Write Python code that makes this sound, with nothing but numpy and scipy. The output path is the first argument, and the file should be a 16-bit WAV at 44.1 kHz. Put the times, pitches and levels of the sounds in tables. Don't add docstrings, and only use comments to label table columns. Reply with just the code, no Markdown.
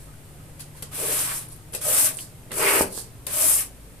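import sys
import numpy as np
from scipy import signal
from scipy.fft import rfft, irfft
from scipy.io import wavfile

SR = 44100
rng = np.random.default_rng(int(sys.argv[2]) if len(sys.argv) > 2 else 0)


def persist_wave(psi):
    counts = np.round(np.clip(psi, -1, 1) * 32767).astype(np.int16)
    wavfile.write(sys.argv[1], SR, np.atleast_2d(counts).T)


N = 176400
TIME = np.arange(N) / SR
FLICKS_PER_S, FLICK_SPREAD_DB = 14000, 3.5
SLIPS_PER_S, SLIP_SPREAD_DB = 4000, 0.5


# t/s, hiss level/dB, rasp level/dB
PUSH_1 = [(0.915, -56, -53), (0.943, -35, -43), (1.019, -29.5, -41), (1.119, -26.5, -36.5),
          (1.201, -24.5, -37), (1.317, -35, -38.5), (1.361, -28.5, -45.5), (1.47, -52, -56)]
PUSH_2 = [(1.81, -50, -50), (1.816, -36, -45), (1.872, -25.5, -38), (1.986, -21.5, -33.5),
          (2.06, -22, -38.5), (2.07, -24, -33.5), (2.13, -45, -52.5), (2.15, -38, -54)]
PULL = [(2.54, -37.5, -45), (2.586, -26.5, -34.5), (2.616, -26, -26), (2.688, -23, -23.5),
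        (2.8, -22.5, -28), (2.81, -23.5, -26.5), (2.822, -22, -29), (2.848, -40, -41.5), (2.88, -41.5, -46)]
PUSH_3 = [(3.295, -41, -43.5), (3.333, -29, -38.5), (3.413, -23, -34.5), (3.523, -18.5, -35.5),
          (3.601, -25.5, -44.5), (3.625, -34, -40), (3.69, -53, -68)]
# f/Hz, level/dB
PUSH_RASP = [(150, -28.5), (290, 3.5), (400, -7.5), (750, 1), (1200, 2), (1650, 1), (2400, 1.5),
             (3100, -0.5), (4100, -1), (7000, -5.5), (15000, -9)]
PULL_RASP = [(150, -29), (250, -25), (345, -6), (750, -5), (1000, -1.5), (1400, -2), (1750, -5),
             (2150, -3.5), (2800, -6), (3300, -14), (3900, -15.5), (4800, -9.5), (7000, -37), (12000, -30)]
def strokes():
    crackle = amp(-9.5) * pings(per_s=68, low_hz=4780, high_hz=15240, width_hz=130, count=22)
    return (stroke(PUSH_1, PUSH_RASP, crackle, hiss_db=-7.5, rasp_db=3.0, left_db=0.5, drift_db=-0.9)
            + stroke(PUSH_2, PUSH_RASP, crackle, hiss_db=-4.5, rasp_db=3.5, left_db=0.2, drift_db=0.4)
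            + stroke(PULL, PULL_RASP, crackle, hiss_db=-7.0, rasp_db=-1.0, left_db=0.4, drift_db=-0.6)
            + stroke(PUSH_3, PUSH_RASP, crackle, hiss_db=-5.5, rasp_db=1.5, left_db=0.75, drift_db=0.0))


# f/Hz, level/dB
PILE_HISS = [(1500, -32), (4200, -9), (5500, -2), (6200, 0.5), (7500, 2.5), (10000, 2), (13000, 0),
             (16000, 1)]
BUBBLE_POPS = [(400, -4.5), (1200, 6.5), (3000, 0), (6000, 27.5), (10000, -5), (16000, -6)]
def stroke(curve, rasp_tone, crackle, hiss_db, rasp_db, left_db, drift_db, fade_s=0.006):
    times, *levels = np.transpose(curve)
    contact = np.clip(np.minimum(TIME - times[0], times[-1] - TIME) / fade_s + 1, 0, 1)
    wobble_db = 0.83 * np.interp(TIME, np.arange(N) * 0.012, rng.standard_normal(N))
    pressure = contact * amp(wobble_db)
    hiss, rasp = (pressure * amp(np.interp(TIME, times, level)) for level in levels)
    flicks = unit(colour(clicks(FLICKS_PER_S, FLICK_SPREAD_DB), PILE_HISS))
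    pops = amp(-11.5) * unit(colour(clicks(per_s=300, spread_db=7.5), BUBBLE_POPS))
    slips = unit(colour(clicks(SLIPS_PER_S, SLIP_SPREAD_DB), rasp_tone))
    sound = amp(hiss_db) * hiss * (flicks + crackle + pops) + amp(rasp_db) * rasp * slips
    lean_db = left_db + drift_db * np.interp(TIME, [times[0], times[-1]], [0, 1])
    return sound * amp([lean_db, -lean_db])


# peak t/s, f/Hz, level/dB, rise/s, fade/s
HEAD_DRONES = [(.99, 470, -38.5, 0.0094, 0.11), (1.04, 444, -36.5, 0.03, 0.43),
               (1.11, 475, -38.5, 0.037, 0.33), (1.749, 470, -39.5, 0.016, 0.17),
               (1.881, 548, -34.5, 0.036, 0.56), (1.98, 634, -45, 0.1, 0.76),
               (2.662, 396, -30, 0.095, 0.66), (2.78, 415, -26.5, 0.047, 0.22),
               (3.43, 620, -39.5, 0.092, 0.48)]
def drones():
    return sum(amp(db) * burst(t, rise, fade) * swarm(hz, width_hz=244)
               for t, hz, db, rise, fade in HEAD_DRONES)


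# peak t/s, f/Hz, width/Hz, level/dB, rise/s, fade/s
SQUELCHES = [(1.29, 1130, 400, -38.5, 0.017, 0.19), (1.325, 1460, 650, -39.5, 0.023, 0.08),
             (2.68, 2100, 930, -23, 0.033, 0.25), (2.765, 2150, 950, -27.5, .025, 0.17),
             (3.6, 2240, 1320, -39, 0.037, 0.082)]
def squelches():
    return sum(amp(db) * burst(t, rise, fade) * swarm(hz, width)
               for t, hz, width, db, rise, fade in SQUELCHES)


# t/s, splash level/dB, pat level/dB, rise/s, fade/s, left over right/dB
SLAPS = [(0.598, -46.5, -48, .005, 0.046, 6), (.605, -42, -65, .002, 0.12, 0),
         (.78, -53.5, -53, 0.026, .26, 0), (0.8245, -37.5, -36.5, .001, .022, 5.5),
         (0.8272, -40.5, -44.5, .0005, 0.069, -7), (1.74, -38, -40.5, 0.0072, 0.12, 1),
         (1.7494, -29, -42, 0.0008, 0.028, 5), (1.761, -45, -55, 0.0037, .15, -2),
         (1.815, -42, -47, .002, 0.07, -4), (2.51, -60, -37, .0022, 0.071, -7),
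         (2.5168, -35, -29.5, 0.00054, 0.036, 2.5), (2.53, -43, -51, .001, 0.025, 1),
         (2.538, -43, -49, 0.0095, 0.21, -3), (3.2671, -32.5, -40, .0005, 0.018, 1),
         (3.2687, -33.5, -34.5, 0.00067, .02, 13), (3.284, -41, -39.5, 0.0096, 0.1, -5)]
# f/Hz, level/dB
SPLASH_TONE = [(800, -37), (2500, 8.5), (5000, 12.5), (9000, 7.5), (16000, 3.5)]
PAT_TONE = [(100, 11.5), (280, -4), (460, 7.5), (750, -1), (1300, 4.5), (2800, -1.5), (5000, -14.5),
            (15000, -70)]
def slaps():
    splash, pat = np.zeros((2, 2, N))
    for t, splash_db, pat_db, rise, fade, side_db in SLAPS:
        shape = amp([[side_db / 2], [-side_db / 2]]) * burst(t, rise, fade)
        splash += amp(splash_db) * shape
        pat += amp(pat_db) * shape
    drops = unit(colour(clicks(FLICKS_PER_S, FLICK_SPREAD_DB), SPLASH_TONE))
    return splash * drops + pat * unit(colour(noise(N), PAT_TONE))


# t/s, level/dB
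KNOCKS = [(2.8097, -12), (2.813, -19.5), (2.8292, -26), (2.978, -33)]
# f/Hz, level/dB added to the knock's, fade/s
HEAD_NOTES = [(81, -16, 0.073), (191, -16.5, 0.14), (327, 1, 0.0065), (485, -5, 0.012), (830, -9.5, 0.027),
              (935, -10, 0.012), (1240, -25, 0.0072), (1450, -20, 0.013), (1663, -13.5, 0.071)]
def knocks():
    out = np.zeros(N)
    for t, db in KNOCKS:
        for hz, note_db, fade in HEAD_NOTES:
            out += amp(db + note_db) * burst(t, 0.0007, fade) * np.sin(2 * np.pi * hz * (TIME - t))
    return np.array([out, out])


# peak t/s, level/dB, rise/s, fade/s
SPATTERS = [(.02, -57, 0.039, 0.24), (1.53, -55, 0.05, 0.25), (2.212, -42, 0.045, 0.23),
            (2.94, -49, 0.061, 0.11), (2.989, -37, 0.042, 0.18)]
# f/Hz, level/dB
SPATTER_TONE = [(300, -53), (1000, 2), (2500, -6.5), (4500, 7.5), (7000, 4.5), (11000, 0.5), (16000, -1)]
def spatters():
    shower = sum(amp(db) * burst(t, rise, fade) for t, db, rise, fade in SPATTERS)
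    return shower * unit(colour(clicks(per_s=3800, spread_db=4.5), SPATTER_TONE))


# t/s, f/Hz, level/dB, left over right/dB
DRIPS = [(1.4865, 9900, -37.5, 4), (1.5175, 10850, -46, 1), (1.5265, 9040, -38.5, -4),
         (1.5325, 9130, -45, -4), (1.5628, 11100, -48, 6), (1.7245, 10500, -37, -4),
         (2.158, 10600, -41, -3), (2.1707, 8630, -28.5, -5), (2.189, 2890, -25, 2), (2.818, 11000, -35, -2),
         (2.926, 10400, -39, 5)]
def drips(rise_s=0.00018, fade_s=0.0057, glide_per_s=61):
    out = np.zeros((2, N))
    for t, hz, db, side_db in DRIPS:
        pitch = hz * (1 + glide_per_s * np.clip(TIME - t, 0, fade_s))
        ring = np.sin(2 * np.pi * (np.cumsum(pitch) / SR + rng.random((2, 1)) / 2))
        out += amp([[db + side_db / 2], [db - side_db / 2]]) * burst(t, rise_s, fade_s) * ring
    return out


def seep():
    return amp(-61 - 2.5 * TIME) * pings(per_s=14, low_hz=546, high_hz=1930, width_hz=70, count=10)


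# t/s, speed/(turns per s)
SPIN_SPEED = [(0, 16.25), (.8, 16.37), (1.4, 16.26), (2.1, 16.04), (2.8, 15.95), (4, 16.03)]
# level/dB, peak t/s, half length/s
HUMS = [(-64, 2.7, 3), (-56, 0.93, 3.1), (-53, 2.06, 2.1), (-53.5, 2.67, 1.2), (-49, 1.05, 1.35),
        (-61, 1.6, 2.4), (-60, 2.6, 2.2)]
def machine_hum():
    turns = np.cumsum(np.interp(TIME, *np.transpose(SPIN_SPEED))) / SR
    return sum(swell(multiple * turns, db, t, half) for multiple, (db, t, half) in enumerate(HUMS, 5))


# f/Hz, level/dB
AIR_TONE = [(15, 0), (28, -4), (38, -4), (52, 3), (70, -3), (120, -3.5), (180, -7), (220, -12.5), (280, -9),
            (350, -13), (500, -15), (1000, -23), (2000, -25), (4000, -28.5), (6500, -30), (9500, -35),
            (15000, -35.5)]
def room_tone():
    deep_note = swell(50.3 * TIME, db=-47, peak_s=3.76, half_s=0.3)
    return deep_note + amp(-46.5) * unit(colour(noise(N), AIR_TONE, size=16384))


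# f/Hz, fade/s
ROOM_FADE = [(100, 0.36), (400, 0.44), (1500, 0.22), (5000, 0.26), (10000, 0.17), (16000, 0.052)]
def room(x, tail_db, echo_db):
    hz, t, bands = signal.stft(noise(24000), SR, nperseg=256)
    decay = np.exp(-np.log(1000) * t / read(ROOM_FADE, hz)[:, None])
    tail = signal.istft(bands * decay, SR)[1]
    tail = amp(tail_db) * tail / np.linalg.norm(tail[0])
    for delay_s in rng.uniform(0.002, 0.016, 4):
        tail[:, int(SR * delay_s)] += amp(echo_db)
    return x + signal.fftconvolve(x, tail, axes=1)[:, :N]


# f/Hz, likeness from 0 to 1
LIKENESS = [(30, 0.74), (150, 0.88), (400, 0.84), (700, 0.52), (1400, 0.11), (2400, 0.42), (4200, 0.057),
            (6500, 0), (16000, 0)]
def stereo(pair):
    hz = np.fft.rfftfreq(pair.shape[1], 1 / SR)
    angle = np.arcsin(np.clip(read(LIKENESS, hz), 0, 1)) / 2
    spectra = rfft(pair)
    return irfft(np.cos(angle) * spectra + np.sin(angle) * spectra[::-1], pair.shape[1])


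def noise(samples):
    return stereo(rng.standard_normal((2, samples)))


def clicks(per_s, spread_db):
    size = amp(spread_db * np.minimum(rng.exponential(1, (2, N)), 4))
    return stereo(size * rng.choice([-1, 1], (2, N)) * (rng.random((2, N)) < per_s / SR))


def pings(per_s, low_hz, high_hz, width_hz, count):
    pitches = np.geomspace(low_hz, high_hz, count)
    return unit(sum(resonate(clicks(per_s, spread_db=4.5), hz, width_hz) for hz in pitches))


def swarm(hz, width_hz):
    snaps = clicks(SLIPS_PER_S, SLIP_SPREAD_DB)
    return unit(resonate(resonate(snaps, hz, width_hz), hz, width_hz))


def resonate(x, hz, width_hz):
    decay = np.exp(-np.pi * width_hz / SR)
    return 2 * signal.lfilter([1 - decay], [1, -decay * np.exp(2j * np.pi * hz / SR)], x).real


def burst(peak_s, rise_s, fade_s):
    before = (np.minimum(TIME - peak_s, 0) / rise_s) ** 2
    after = np.log(1000) * np.maximum(TIME - peak_s, 0) / fade_s
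    return np.exp(-np.minimum(before + after, 50))


def swell(cycles, db, peak_s, half_s):
    shape = np.exp(-((TIME - peak_s) / half_s) ** 2)
    return amp(db) * np.sqrt(2) * shape * np.sin(2 * np.pi * (cycles + rng.random()))


def colour(x, tone, size=4096):
    log_gain = np.log(amp(read(tone, abs(np.fft.fftfreq(size, 1 / SR)))))
    taps = np.fft.ifft(np.exp(np.conj(signal.hilbert(log_gain)))).real[:size // 2]
    return signal.oaconvolve(np.atleast_2d(x), taps[None], axes=1)[:, :N]


def read(table, hz):
    f, value = np.transpose(table)
    return np.interp(np.log(hz + 1), np.log(f), value)


def amp(db):
    return 10 ** (np.asarray(db) / 20)


def unit(x):
    return x / np.sqrt(np.mean(x ** 2) + 1e-20)


def scene():
    rug = strokes() + drones() + squelches()
    water = slaps() + spatters() + seep()
    return (room(rug, tail_db=-8, echo_db=-14) + room(water, tail_db=-4, echo_db=-15.5)
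            + room(drips(), tail_db=-21, echo_db=-10.5) + room(knocks(), tail_db=-8, echo_db=-19)
            + machine_hum() + room_tone())


# f/Hz, level/dB
LEFT_OPENING = [(100, 0.8), (2500, 0.5), (6000, -1), (7600, 1.5), (9000, 8), (10000, 10), (11100, 16),
                (12500, 11), (14000, 5), (16000, 0.5)]
RIGHT_OPENING = [(100, -0.2), (2500, 0.8), (6000, -0.5), (7500, 7), (8650, 14.5), (10000, 9), (11300, 3.5),
                 (12500, 0.5), (14000, 2.5), (16000, -22)]
def record(dry):
    heard = np.vstack([colour(dry[0], LEFT_OPENING), colour(dry[1], RIGHT_OPENING)])
    low_pass = signal.firwin(511, cutoff=15550, window=("kaiser", 9), fs=SR)
    return signal.oaconvolve(heard, low_pass[None], "same")


dry = scene()
out = record(dry)
persist_wave(out)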